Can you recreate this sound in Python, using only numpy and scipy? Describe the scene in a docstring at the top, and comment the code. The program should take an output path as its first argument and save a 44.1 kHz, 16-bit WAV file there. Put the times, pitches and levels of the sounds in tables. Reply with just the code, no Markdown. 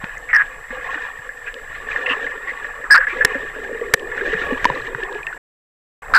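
"""A swimmer strokes past under water, heard by a microphone in a waterproof housing below the surface of a pool.
Each stroke is noise and many ringing bubbles; the froth goes through the resonances of the housing walls.
Larger bubbles, pops, chirps, ticks and jets are added one by one, over a rumble of moving water.
Rubs and knocks on the housing overload the microphone. A faint whine and hiss come from the electronics.
The sound drops out for a moment near the end."""
import sys
import numpy as np
from scipy import signal
from scipy.fft import rfft, irfft
from scipy.io import wavfile
from scipy.ndimage import uniform_filter1d

SR = 44100
rng = np.random.default_rng(int(sys.argv[2]) if len(sys.argv) > 2 else 0)


def transcribe(u):
    """Save the signal u as a 16-bit wav file named by the first command-line argument.

    u: samples, shape (n,) or (channels, n), limited to [-1, 1]; the rate is SR.
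    q: integer samples, one column per channel.
    """
    v = np.clip(np.atleast_2d(u).T, -1, 1)
    q = np.round(v * 32767).astype(np.int16)
    wavfile.write(sys.argv[1], SR, q)


N = 272538
TIME = np.arange(N) / SR  # seconds

# Water pushing on the housing. Each row: time in seconds, level in dB.
SWELL = [(0, -42.5), (.9, -43.5), (1.15, -50), (1.75, -41), (2.5, -47), (3.2, -40), (3.95, -44),
         (4.15, -39.5), (4.5, -34), (5.35, -46), (6.05, -36.5)]
# Tone of the low rumble. Each row: frequency in Hz, relative strength in dB.
RUMBLE_TONE = [(10, -4), (25, 6), (50, -7.5), (85, -17), (130, -13), (200, -25.5), (260, -29.5), (330, -25),
               (700, -14), (2000, -51.5)]
# Knocks on the housing. Each row: start in seconds, shell ring in dB, body thud in dB, thud pitch in Hz.
KNOCKS = [(0.0378, -29, -14.5, 183), (0.0424, -13.5, -25, 925), (3.2486, 24, 2, 439), (3.938, 28, 7, 469),
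          (4.6449, -4, -26.5, 910), (4.6533, .5, 9.5, 979), (4.7003, -14.5, -2.5, 985),
          (4.9477, -31, -16, 950)]
# Grip rubbing on the housing. Each row: start in seconds, length in seconds, level in dB,
# squeak pitch in Hz, pitch scatter as a share.
RUBS = [(0.289, 0.026, -26, 2110, 0.31), (0.3301, 0.023, -9.5, 1831, 0.13), (0.357, 0.01, -8.5, 1772, 0.13),
        (0.383, 0.0048, -13.5, 1760, 0.16), (0.394, 0.029, -16.5, 1760, 0.26),
        (2.901, .0037, -17.5, 1620, .064), (2.905, 0.031, -3.5, 1727, 0.095),
        (2.942, .021, -5.5, 1616, .29), (2.973, 0.0071, -9.5, 1683, 0.23), (3.004, 0.0099, -16, 1736, 0.16),
        (3.022, 0.024, -20, 1710, 0.23), (3.208, 0.016, -12, 1723, .04), (6.137, .05, -5, 1533, 0.26)]
# Resonances of the housing walls. Each row: frequency in Hz, width in Hz, relative strength in dB.
WALL_RESONANCES = [(722, 430, -23.5), (975, 66, -14.5), (1142, 46, -5.5), (1411, 40, -1.5), (1676, 61.3, 9),
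                   (1831, 88, 8.5), (2106, 120, -3.5), (2550, 78, -8.5), (2860, 37, -13)]
# Small bubbles bursting close by. Each row: start in seconds, level in dB, pitch in Hz,
# time to fade by 60 dB in seconds.
TICKS = [(.18, -25.5, 6460, 0.0047), (1.542, -16.5, 2880, 0.004), (3.996, -20.5, 2920, .006),
         (4.751, -27, 3880, 0.011), (4.815, -33, 3950, 0.017), (5.035, -15, 2660, 0.0054),
         (5.127, -21, 3340, 0.0035), (5.148, -26, 2430, 0.021), (5.231, -21, 2400, 0.025),
         (5.268, -13, 2610, 0.014)]
# Jets of small bubbles as a hand cuts in. Each row: start in seconds, length in seconds, level in dB, pitch in Hz.
SQUIRTS = [(1.462, 0.0256, -35.5, 2470), (1.911, 0.011, -26, 2400), (2.059, .012, -22, 2690),
           (2.064, .0062, -20.5, 2000), (2.082, 0.059, -23.5, 1850), (2.089, 0.043, -21.5, 2740),
           (2.106, 0.043, -26, 1120), (2.472, 0.04, -24.5, 1920), (2.848, 0.024, -32.5, 1300),
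           (3.094, 0.037, -29.5, 2350)]
# The loudest pops of the splashes. Each row: start in seconds, level in dB, pitch in Hz,
# time to fade by 60 dB in seconds.
POPS = [(.094, -22.5, 1730, 0.052), (0.1713, -24, 1760, 0.054), (0.7054, -23.5, 1810, 0.076),
        (0.9435, -15.5, 1840, 0.039), (1.291, -21, 1717, 0.071), (1.472, -23, 1644, 0.16),
        (1.9612, -9, 1795, 0.038), (2.266, -17, 1810, 0.063), (2.6453, -16.5, 1790, 0.045),
        (2.841, -22, 1750, .04), (3.0695, -12.5, 1688, 0.13), (3.345, -15.5, 1800, 0.056),
        (4.117, -21.5, 1734, 0.13), (4.1787, -15.5, 1730, 0.03), (4.2108, -14, 1650, 0.034),
        (4.3339, -12.5, 1776, .06), (4.9484, -10, 1590, 0.01), (5.0283, -20, 1750, 0.087),
        (5.2676, -21, 1804, 0.17), (5.3272, -21.5, 1500, 0.044)]
# The largest single bubbles. Each row: start in seconds, level in dB, pitch in Hz.
BIG_BUBBLES = [(.727, -18, 504), (.704, -27, 243), (.776, -23.5, 510), (0.78, -32, 298),
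               (0.888, -13.5, 1078), (.955, -27, 303), (1.19, -32.5, 131), (2.107, -20.5, 266),
               (2.169, -19.5, 425), (2.987, -17.5, 518), (3.128, -21, 361), (3.35, -13, 543),
               (3.353, -17, 268), (3.747, -14, 447), (3.814, -8, 462), (4.216, -12.5, 396),
               (4.329, -8, 439), (4.344, -19.5, 180), (4.507, -9.5, 488), (4.522, -8.5, 257),
               (4.689, -14.5, 530), (4.704, -20.5, 139), (4.949, -22, 132), (4.984, -15.5, 450),
               (5.03, -18, 380), (5.15, -16.5, 412)]
# Air bubbles dragged under, as the swimmer passes. Each row: time in seconds, pitch of the cloud in Hz,
# spread of sizes as a share.
AIR_CLOUD = [(0, 496, 0.065), (1.6, 488, 0.084), (2.1, 480, 0.15), (2.9, 503, .1), (3.6, 443, .15),
             (4.6, 467, .19), (5.2, 420.5, 0.15), (6.1, 500, .1)]
# Tone of the fine spray. Each row: frequency in Hz, relative strength in dB.
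SPRAY_TONE = [(1500, -13.5), (2100, -22), (2450, -0.5), (2650, -14), (2850, -6), (3100, -13.5), (3700, -14),
              (4500, -27.5), (6500, -24.5), (9000, -55.5), (14000, -37.5)]
# Added to the resting wash, as the swimmer nears. Each row: time in seconds, change in dB.
NEARNESS = [(0, 1.5), (1.6, 1), (2.2, 4), (4.4, 5), (5.3, -1.5), (6.1, 3)]
# Each arm enters and pulls. Each row: entry in seconds, length of the pull in seconds, rush in dB,
# fine spray in dB, middling bubbles in dB, cloud of air in dB.
STROKES = [(0, 0.013, -35, -49, -43, -46.5), (.22, 0.16, -36.5, -47, -45, -48.5),
           (0.699, 0.26, -30, -42.5, -37, -38.5), (1.419, 0.023, -42, -51, -53, -40.5),
           (1.651, 0.2, -34.5, -46.5, -48, -51), (1.86, 0.33, -26, -40, -37.5, -34),
           (2.47, 0.35, -36, -51, -43.5, -43), (3.06, 0.29, -26.5, -39.5, -43, -33.5),
           (3.54, 0.56, -42, -51.5, -44.5, -31), (4.158, 0.27, -23.5, -34.5, -41.5, -29.5),
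           (4.5, 0.28, -30, -41.5, -37.5, -32), (4.97, 0.16, -32, -46.5, -36.5, -40),
           (6.019, 0.18, -44.5, -62, -33.5, -40)]

HISS_DB, WHINE_DB = -57, -55.5
WHINE_HZ, WHINE_FLIPS_PER_S = 7677.3, 58.7
SILENT_S = (5.378, 6.021)  # from, to
CUTOFF_HZ = 14100

# A stroke sets in quickly, builds to the end of the pull and dies away; the air lingers longest.
ENTRY_S, BUILD_DB = 0.0099, 4.5
RUSH_FALL_DB_PER_S, SPRAY_FALL_DB_PER_S = 42, 45
BURBLE_FALL_DB_PER_S, CLOUD_FALL_DB_PER_S = 44.5, 40
# The wash that never stops between strokes, before nearness is added.
RUSH_REST_DB, SPRAY_REST_DB, BURBLE_REST_DB, CLOUD_REST_DB = -39.5, -55.5, -53.5, -55

BIG_BUBBLE_T60_S = 0.068  # time to fade by 60 dB
# Lesser pops come at random, on average a little above the rush.
POPS_PER_S, POP_OVER_RUSH_DB, POP_SPREAD_DB = 7, 3.5, 1.5
POP_HZ, POP_SPREAD_HZ, LESSER_POP_T60_S = 1760, 80, 0.08
# Lone small bubbles chirp out of the spray, higher ones more weakly.
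PLIPS_PER_S, PLIP_OVER_SPRAY_DB, PLIP_DB_PER_OCTAVE = 22, 8.5, -4
PLIP_LOW_HZ, PLIP_HIGH_HZ, PLIP_T60_S = 1254, 3913, 0.025


def from_db(db):
    """Turn decibels into gain."""
    return 10 ** (np.asarray(db) / 20)


def rms_one(x):
    """Scale to an average (rms) level of 1."""
    return x / np.sqrt(np.mean(x ** 2) + 1e-20)


def in_time(rows):
    """Draw each column of a table as a curve, with a value at every sample."""
    s, *columns = np.transpose(rows)
    return [np.interp(TIME, s, c) for c in columns]


def add(out, s, sound):
    """Mix a sound in at time s."""
    at = int(np.clip(round(s * SR), 0, N - 1))
    out[at:at + len(sound)] += sound[:N - at]


def low_pass(x, hz, order=2):
    """Take away what lies above hz."""
    return signal.sosfilt(signal.butter(order, min(hz, SR / 2 - 1), fs=SR, output="sos"), x)


def resonate(x, hz, width_hz):
    """Favour one frequency, with a gain of about 1 at its peak."""
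    r = np.exp(-np.pi * width_hz / SR)
    feed = np.array([1, 0, -1]) * (1 - r * r) / 2
    feedback = [1, -2 * r * np.cos(2 * np.pi * hz / SR), r * r]
    return signal.lfilter(feed, feedback, x + 1e-18)


def coloured(x, tone):
    """Shape the frequencies of x by a tone table; rms 1."""
    hz, db = np.transpose(tone)
    bins_hz = np.arange(N // 2 + 1) * SR / N
    gain = from_db(np.interp(np.log(bins_hz + 1), np.log(hz), db))
    return rms_one(irfft(rfft(x) * gain, N))


def drift(rate):
    """Wander smoothly at random, with a new target `rate` times a second."""
    return np.interp(TIME * rate, np.arange(N), rng.standard_normal(N))


def evened(x, span_s):
    """Hold the running rms near 1, leaving faster detail."""
    power = np.abs(uniform_filter1d(x ** 2, max(int(span_s * SR), 2)))
    return x / np.sqrt(power + 1e-6 * np.mean(x ** 2))


def gate(length_s, release_s):
    """A quick rise, a hold and a dying tail, over a fifth of a second."""
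    t = TIME[:SR // 5]
    return (1 - np.exp(-t / 0.001)) * np.exp(-np.maximum(t - length_s, 0) / release_s)


def crackle(per_s, spread_db, wash):
    """Random collapses of uneven size over a smooth wash of far ones."""
    strength = np.minimum(rng.exponential(1, N), 4)
    sizes = from_db(spread_db * strength) * rng.choice([-1, 1], N)
    return rms_one(sizes * (rng.random(N) < per_s / SR)) + wash * rng.standard_normal(N)


def bubble(hz, t60, rise, onset_s):
    """A bubble rings and climbs in pitch as it nears the surface."""
    t = TIME[:int(t60 * SR) + 2]
    # the pitch climbs from hz by twice the rise
    ring = np.sin(2 * np.pi * hz * t * (1 + rise * t / t60))
    return ring * from_db(-60 * t / t60) * (1 - np.exp(-t / onset_s))


def swarm(per_s, low_hz, high_hz, cycles, spread_db, count=48):
    """Bubbles of many sizes are born at random, a few louder than the rest; rms 1."""
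    out = np.zeros(N)
    pitches = np.geomspace(low_hz, high_hz, count)
    rings = [bubble(hz, cycles / hz, rise=0.12, onset_s=0.0015) for hz in pitches]
    for when, size, strength in rng.random((int(per_s * N / SR), 3)):
        at, ring = int(when * N), rings[int(size * count)]
        out[at:at + len(ring)] += 10 ** (spread_db * strength ** 3 / 20) * ring[:N - at]
    return rms_one(out)


def housing(x, wall_hz=3100):
    """Sound passes the walls through their resonances; the top is lost."""
    out = 0
    for k, (hz, width_hz, db) in enumerate(WALL_RESONANCES):
        sign = (-1) ** k  # neighbours push in opposite directions
        out = out + sign * from_db(db) * resonate(x, hz, width_hz)
    return low_pass(out, wall_hz, order=4)


def pool(x, t60=0.21, wet=0.82):
    """Echoes between surface, floor and walls smear a sound."""
    t = TIME[:SR // 3]
    tail = rng.standard_normal(len(t)) * from_db(-60 * t / t60)
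    return x + wet * signal.fftconvolve(x, tail / np.sqrt(np.sum(tail ** 2)))[:N]


def electronics():
    """A thin whine that flips its phase at a steady rate, over even hiss."""
    flips = np.sign(np.sin(np.pi * WHINE_FLIPS_PER_S * TIME))
    whine = rms_one(resonate(flips * np.sin(2 * np.pi * WHINE_HZ * TIME), WHINE_HZ, 1400))
    return from_db(WHINE_DB) * whine + from_db(HISS_DB) * rng.standard_normal(N)


def rumble():
    """Slow, lumpy pressure of the moving water: low noise of wandering strength."""
    swell_db, = in_time(SWELL)
    noise = coloured(rng.standard_normal(N), RUMBLE_TONE)
    lumps = evened(noise * from_db(3 * drift(30)), span_s=0.2)
    return from_db(swell_db) * lumps


def knocks(shell_hz=1790, shell_t60=0.0096, thud_t60=0.021):
    """A hard tap rings the shell briefly and shakes the whole body."""
    out = np.zeros(N)
    t = TIME[:SR // 10]
    for s, shell_db, thud_db, thud_hz in KNOCKS:
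        crack = rms_one(resonate(rng.standard_normal(len(t)), shell_hz, 1300))
        shell = np.sin(2 * np.pi * shell_hz * t) + 0.49 * crack
        shell = low_pass(shell * from_db(-60 * t / shell_t60), 3400, order=4)
        shake = rms_one(resonate(low_pass(rng.standard_normal(len(t)), thud_hz * 0.37), 330, 422))
        thud = np.sin(2 * np.pi * thud_hz * t) + 0.17 * shake
        thud = thud * from_db(-60 * t / thud_t60) * (1 - np.exp(-t / 0.0016))
        add(out, s, from_db(shell_db) * shell + from_db(thud_db) * thud)
    return out


def rubs(slips_per_s=200, grit=1.74, slip_s=0.0054, wall_db=3.5, count=30):
    """The grip sticks and slips unevenly; each slip squeaks and the wall rings on."""
    out = np.zeros(N)
    for s, length, db, hz, scatter in RUBS:
        shape = gate(length, release_s=0.0073)
        t = TIME[:len(shape)]
        slip_shape = (1 - np.exp(-t / 0.00052)) * np.exp(-t / slip_s)
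        squeak = np.zeros(N)
        gaps, detune, strength = rng.random((count, 3)).T
        starts = np.cumsum(0.5 + gaps) - 0.5 - gaps[0]  # counted in average slips, the first at 0
        for at, off, force in zip(starts, detune - 0.5, 0.5 + strength):
            slip = np.sin(2 * np.pi * hz * (1 + scatter * off) * t) * slip_shape
            add(squeak, at / slips_per_s, force * slip)
        squeak = evened(low_pass(squeak[:len(t)], 2480, order=4), span_s=0.008)
        # rough skin adds a scrape below the squeak, the more so the more uneven the slips
        scrape = resonate(resonate(rng.standard_normal(len(t)), hz * 0.68, 700), hz * 0.94, 1000)
        scrape = rms_one(low_pass(scrape, 2500, order=4))
        scrape = signal.sosfilt(signal.butter(4, 900, "high", fs=SR, output="sos"), scrape)
        add(out, s, from_db(db) * shape * (squeak + grit * scatter * scrape))
    wall = resonate(out, 1665, 12)
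    return out + from_db(wall_db) * wall


def ticks():
    """A bursting bubble is a soft snap with a short ping."""
    out = np.zeros(N)
    for s, db, hz, t60 in TICKS:
        ping = bubble(hz, t60, rise=0.045, onset_s=0.00041)
        t = TIME[:len(ping)]
        snap = rms_one(resonate(resonate(rng.standard_normal(len(t)), hz, 1800), hz, 3000))
        snap = snap * np.exp(-t / 0.00071)
        add(out, s, from_db(db) * (1.2 * ping + 0.21 * snap))
    return out


def plips(spray_gain):
    """Now and then a small bubble pinches off close by and chirps upwards."""
    out = np.zeros(N)
    range_octaves = np.log2(PLIP_HIGH_HZ / PLIP_LOW_HZ)
    for k, (when, size, strength) in enumerate(rng.random((int(PLIPS_PER_S * N / SR), 3))):
        s = (k + when) / PLIPS_PER_S
        octaves = size * range_octaves
        over_db = PLIP_OVER_SPRAY_DB + PLIP_DB_PER_OCTAVE * octaves + 6 * strength
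        gain = np.interp(s, TIME, spray_gain) * from_db(over_db)
        add(out, s, gain * bubble(PLIP_LOW_HZ * 2 ** octaves, PLIP_T60_S, rise=0.055, onset_s=0.0015))
    return out


def squirts():
    """A jet sheds bubbles of nearly one size: a short, rough whistle."""
    out = np.zeros(N)
    for s, length, db, hz in SQUIRTS:
        shape = gate(length, release_s=0.0038)
        jet = resonate(resonate(rng.standard_normal(len(shape)), hz, 220), hz, 450)
        add(out, s, from_db(db) * shape * evened(jet, span_s=0.016))
    return out


def pop(hz, t60):
    """A small bubble snaps; its echoes off the surface ring the housing."""
    t = TIME[:SR // 8]
    echoes = rms_one(resonate(housing(rng.standard_normal(len(t))), hz, 1100))
    ping = np.sin(2 * np.pi * hz * t) * np.exp(-t / 0.016)
    ring = evened(echoes + 2.2 * ping, span_s=0.0039)
    return ring * from_db(-60 * t / t60) * (1 - np.exp(-t / 0.00035))


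def pops(rush_gain):
    """A few loud pops, and a scatter of lesser ones that follow the rush."""
    out = np.zeros(N)
    for s, db, hz, t60 in POPS:
        add(out, s, from_db(db) * pop(hz, t60))
    for k in range(int(POPS_PER_S * N / SR)):
        s = (k + rng.random()) / POPS_PER_S
        strength, size = rng.standard_normal(2)
        gain = np.interp(s, TIME, rush_gain) * from_db(POP_OVER_RUSH_DB + POP_SPREAD_DB * strength)
        add(out, s, gain * pop(POP_HZ + POP_SPREAD_HZ * size, LESSER_POP_T60_S))
    return out


def gulps():
    """Large single bubbles break away from the swimmer, each ringing at its own pitch."""
    out = np.zeros(N)
    for s, db, hz in BIG_BUBBLES:
        add(out, s, from_db(db) * bubble(hz, BIG_BUBBLE_T60_S, rise=0.024, onset_s=0.0041))
    return out


def cloud(gain, per_s=300, cycles=32, clump_db=5.0):
    """Air dragged under: many overlapping bubbles, their sizes scattered about that of the cloud."""
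    hz, spread = in_time(AIR_CLOUD)
    out = np.zeros(N)
    for when, size, strength in rng.random((int(per_s * N / SR), 3)):
        at = int(when * N)
        # most pitches fall near the middle, a few far off
        pitch = hz[at] * np.clip((size / (1 - size)) ** (spread[at] / 2), 0.4, 2)
        ring = bubble(pitch, cycles / pitch, rise=0.018, onset_s=0.0059)
        add(out, when * N / SR, from_db(-10 * strength) * ring)
    # the body of the housing favours one low note and throbs at a lower one
    gurgle = evened(resonate(out, 485, 260), span_s=0.028)
    throb = resonate(crackle(per_s=55, spread_db=2.5, wash=0.12), 260, 45)
    throb = rms_one(resonate(throb, 340, 260))
    return (gurgle + from_db(-14.5) * throb) * gain * from_db(clump_db * drift(25))


def burble(gain):
    """Each stroke sheds middling bubbles that chirp upwards."""
    chirps = swarm(per_s=150, low_hz=673.6, high_hz=1550, cycles=19, spread_db=7)
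    return evened(resonate(chirps, 1080, 570), span_s=0.54) * gain


def churn(rush_gain, spray_gain, rush_clump_db=2.1, spray_clump_db=2.8):
    """Clumps of bubbles and froth ring the housing, with finer spray above."""
    clumps = drift(45)
    froth = pool(swarm(per_s=600, low_hz=738, high_hz=3624, cycles=60.3, spread_db=14))
    froth = froth + 0.75 * crackle(per_s=905, spread_db=5.5, wash=0.97)
    rush = evened(housing(froth), span_s=0.022)
    fizz = swarm(per_s=490, low_hz=2118, high_hz=5220, cycles=120, spread_db=2.5)
    fizz = fizz + 1.7 * crackle(per_s=1500, spread_db=0.0, wash=0.7)
    spray = evened(coloured(fizz, SPRAY_TONE), span_s=0.039)
    rush = rush * rush_gain * from_db(rush_clump_db * clumps)
    return rush + spray * spray_gain * from_db(spray_clump_db * clumps)


def stroke_level(levels_db, fall_db_per_s, rest_db):
    """Gain of one layer: the strokes swell and fade, their powers adding to the resting wash."""
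    coarse = TIME[::64]  # every 64th sample is fine enough
    power = from_db(rest_db + np.interp(coarse, *np.transpose(NEARNESS))) ** 2
    for (entry, pull, *_), level_db in zip(STROKES, levels_db):
        t = np.maximum(coarse - entry, 0)
        build_db = -BUILD_DB * np.maximum(1 - t / pull, 0)
        fall_db = -fall_db_per_s * np.maximum(t - pull, 0)
        power = power + (from_db(level_db + build_db + fall_db) * (1 - np.exp(-t / ENTRY_S))) ** 2
    return np.interp(TIME, coarse, np.sqrt(power))


def scene():
    """Everything that reaches the one microphone."""
    rush_db, spray_db, burble_db, cloud_db = np.transpose(STROKES)[2:]
    rush = stroke_level(rush_db, RUSH_FALL_DB_PER_S, RUSH_REST_DB)
    spray = stroke_level(spray_db, SPRAY_FALL_DB_PER_S, SPRAY_REST_DB)
    shed = stroke_level(burble_db, BURBLE_FALL_DB_PER_S, BURBLE_REST_DB)
    air = stroke_level(cloud_db, CLOUD_FALL_DB_PER_S, CLOUD_REST_DB)
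    strokes = churn(rush, spray) + burble(shed) + cloud(air)
    single_bubbles = gulps() + pops(rush) + squirts() + plips(spray) + ticks()
    handling = rubs() + knocks()
    return (strokes + single_bubbles + handling + rumble() + electronics())[None]


def record(dry, top=0.64):
    """The input overloads flat, the sound is muted for a moment, the top is cut."""
    clipped = dry / (1 + (dry / top) ** 12) ** (1 / 12)
    audible = 1.0 * ((TIME < SILENT_S[0]) | (TIME > SILENT_S[1]))
    audible = uniform_filter1d(audible, size=128)  # soften the edges of the gap
    return signal.fftconvolve(clipped * audible, signal.firwin(161, CUTOFF_HZ, fs=SR)[None], "same")


dry = scene()
out = record(dry)
transcribe(out)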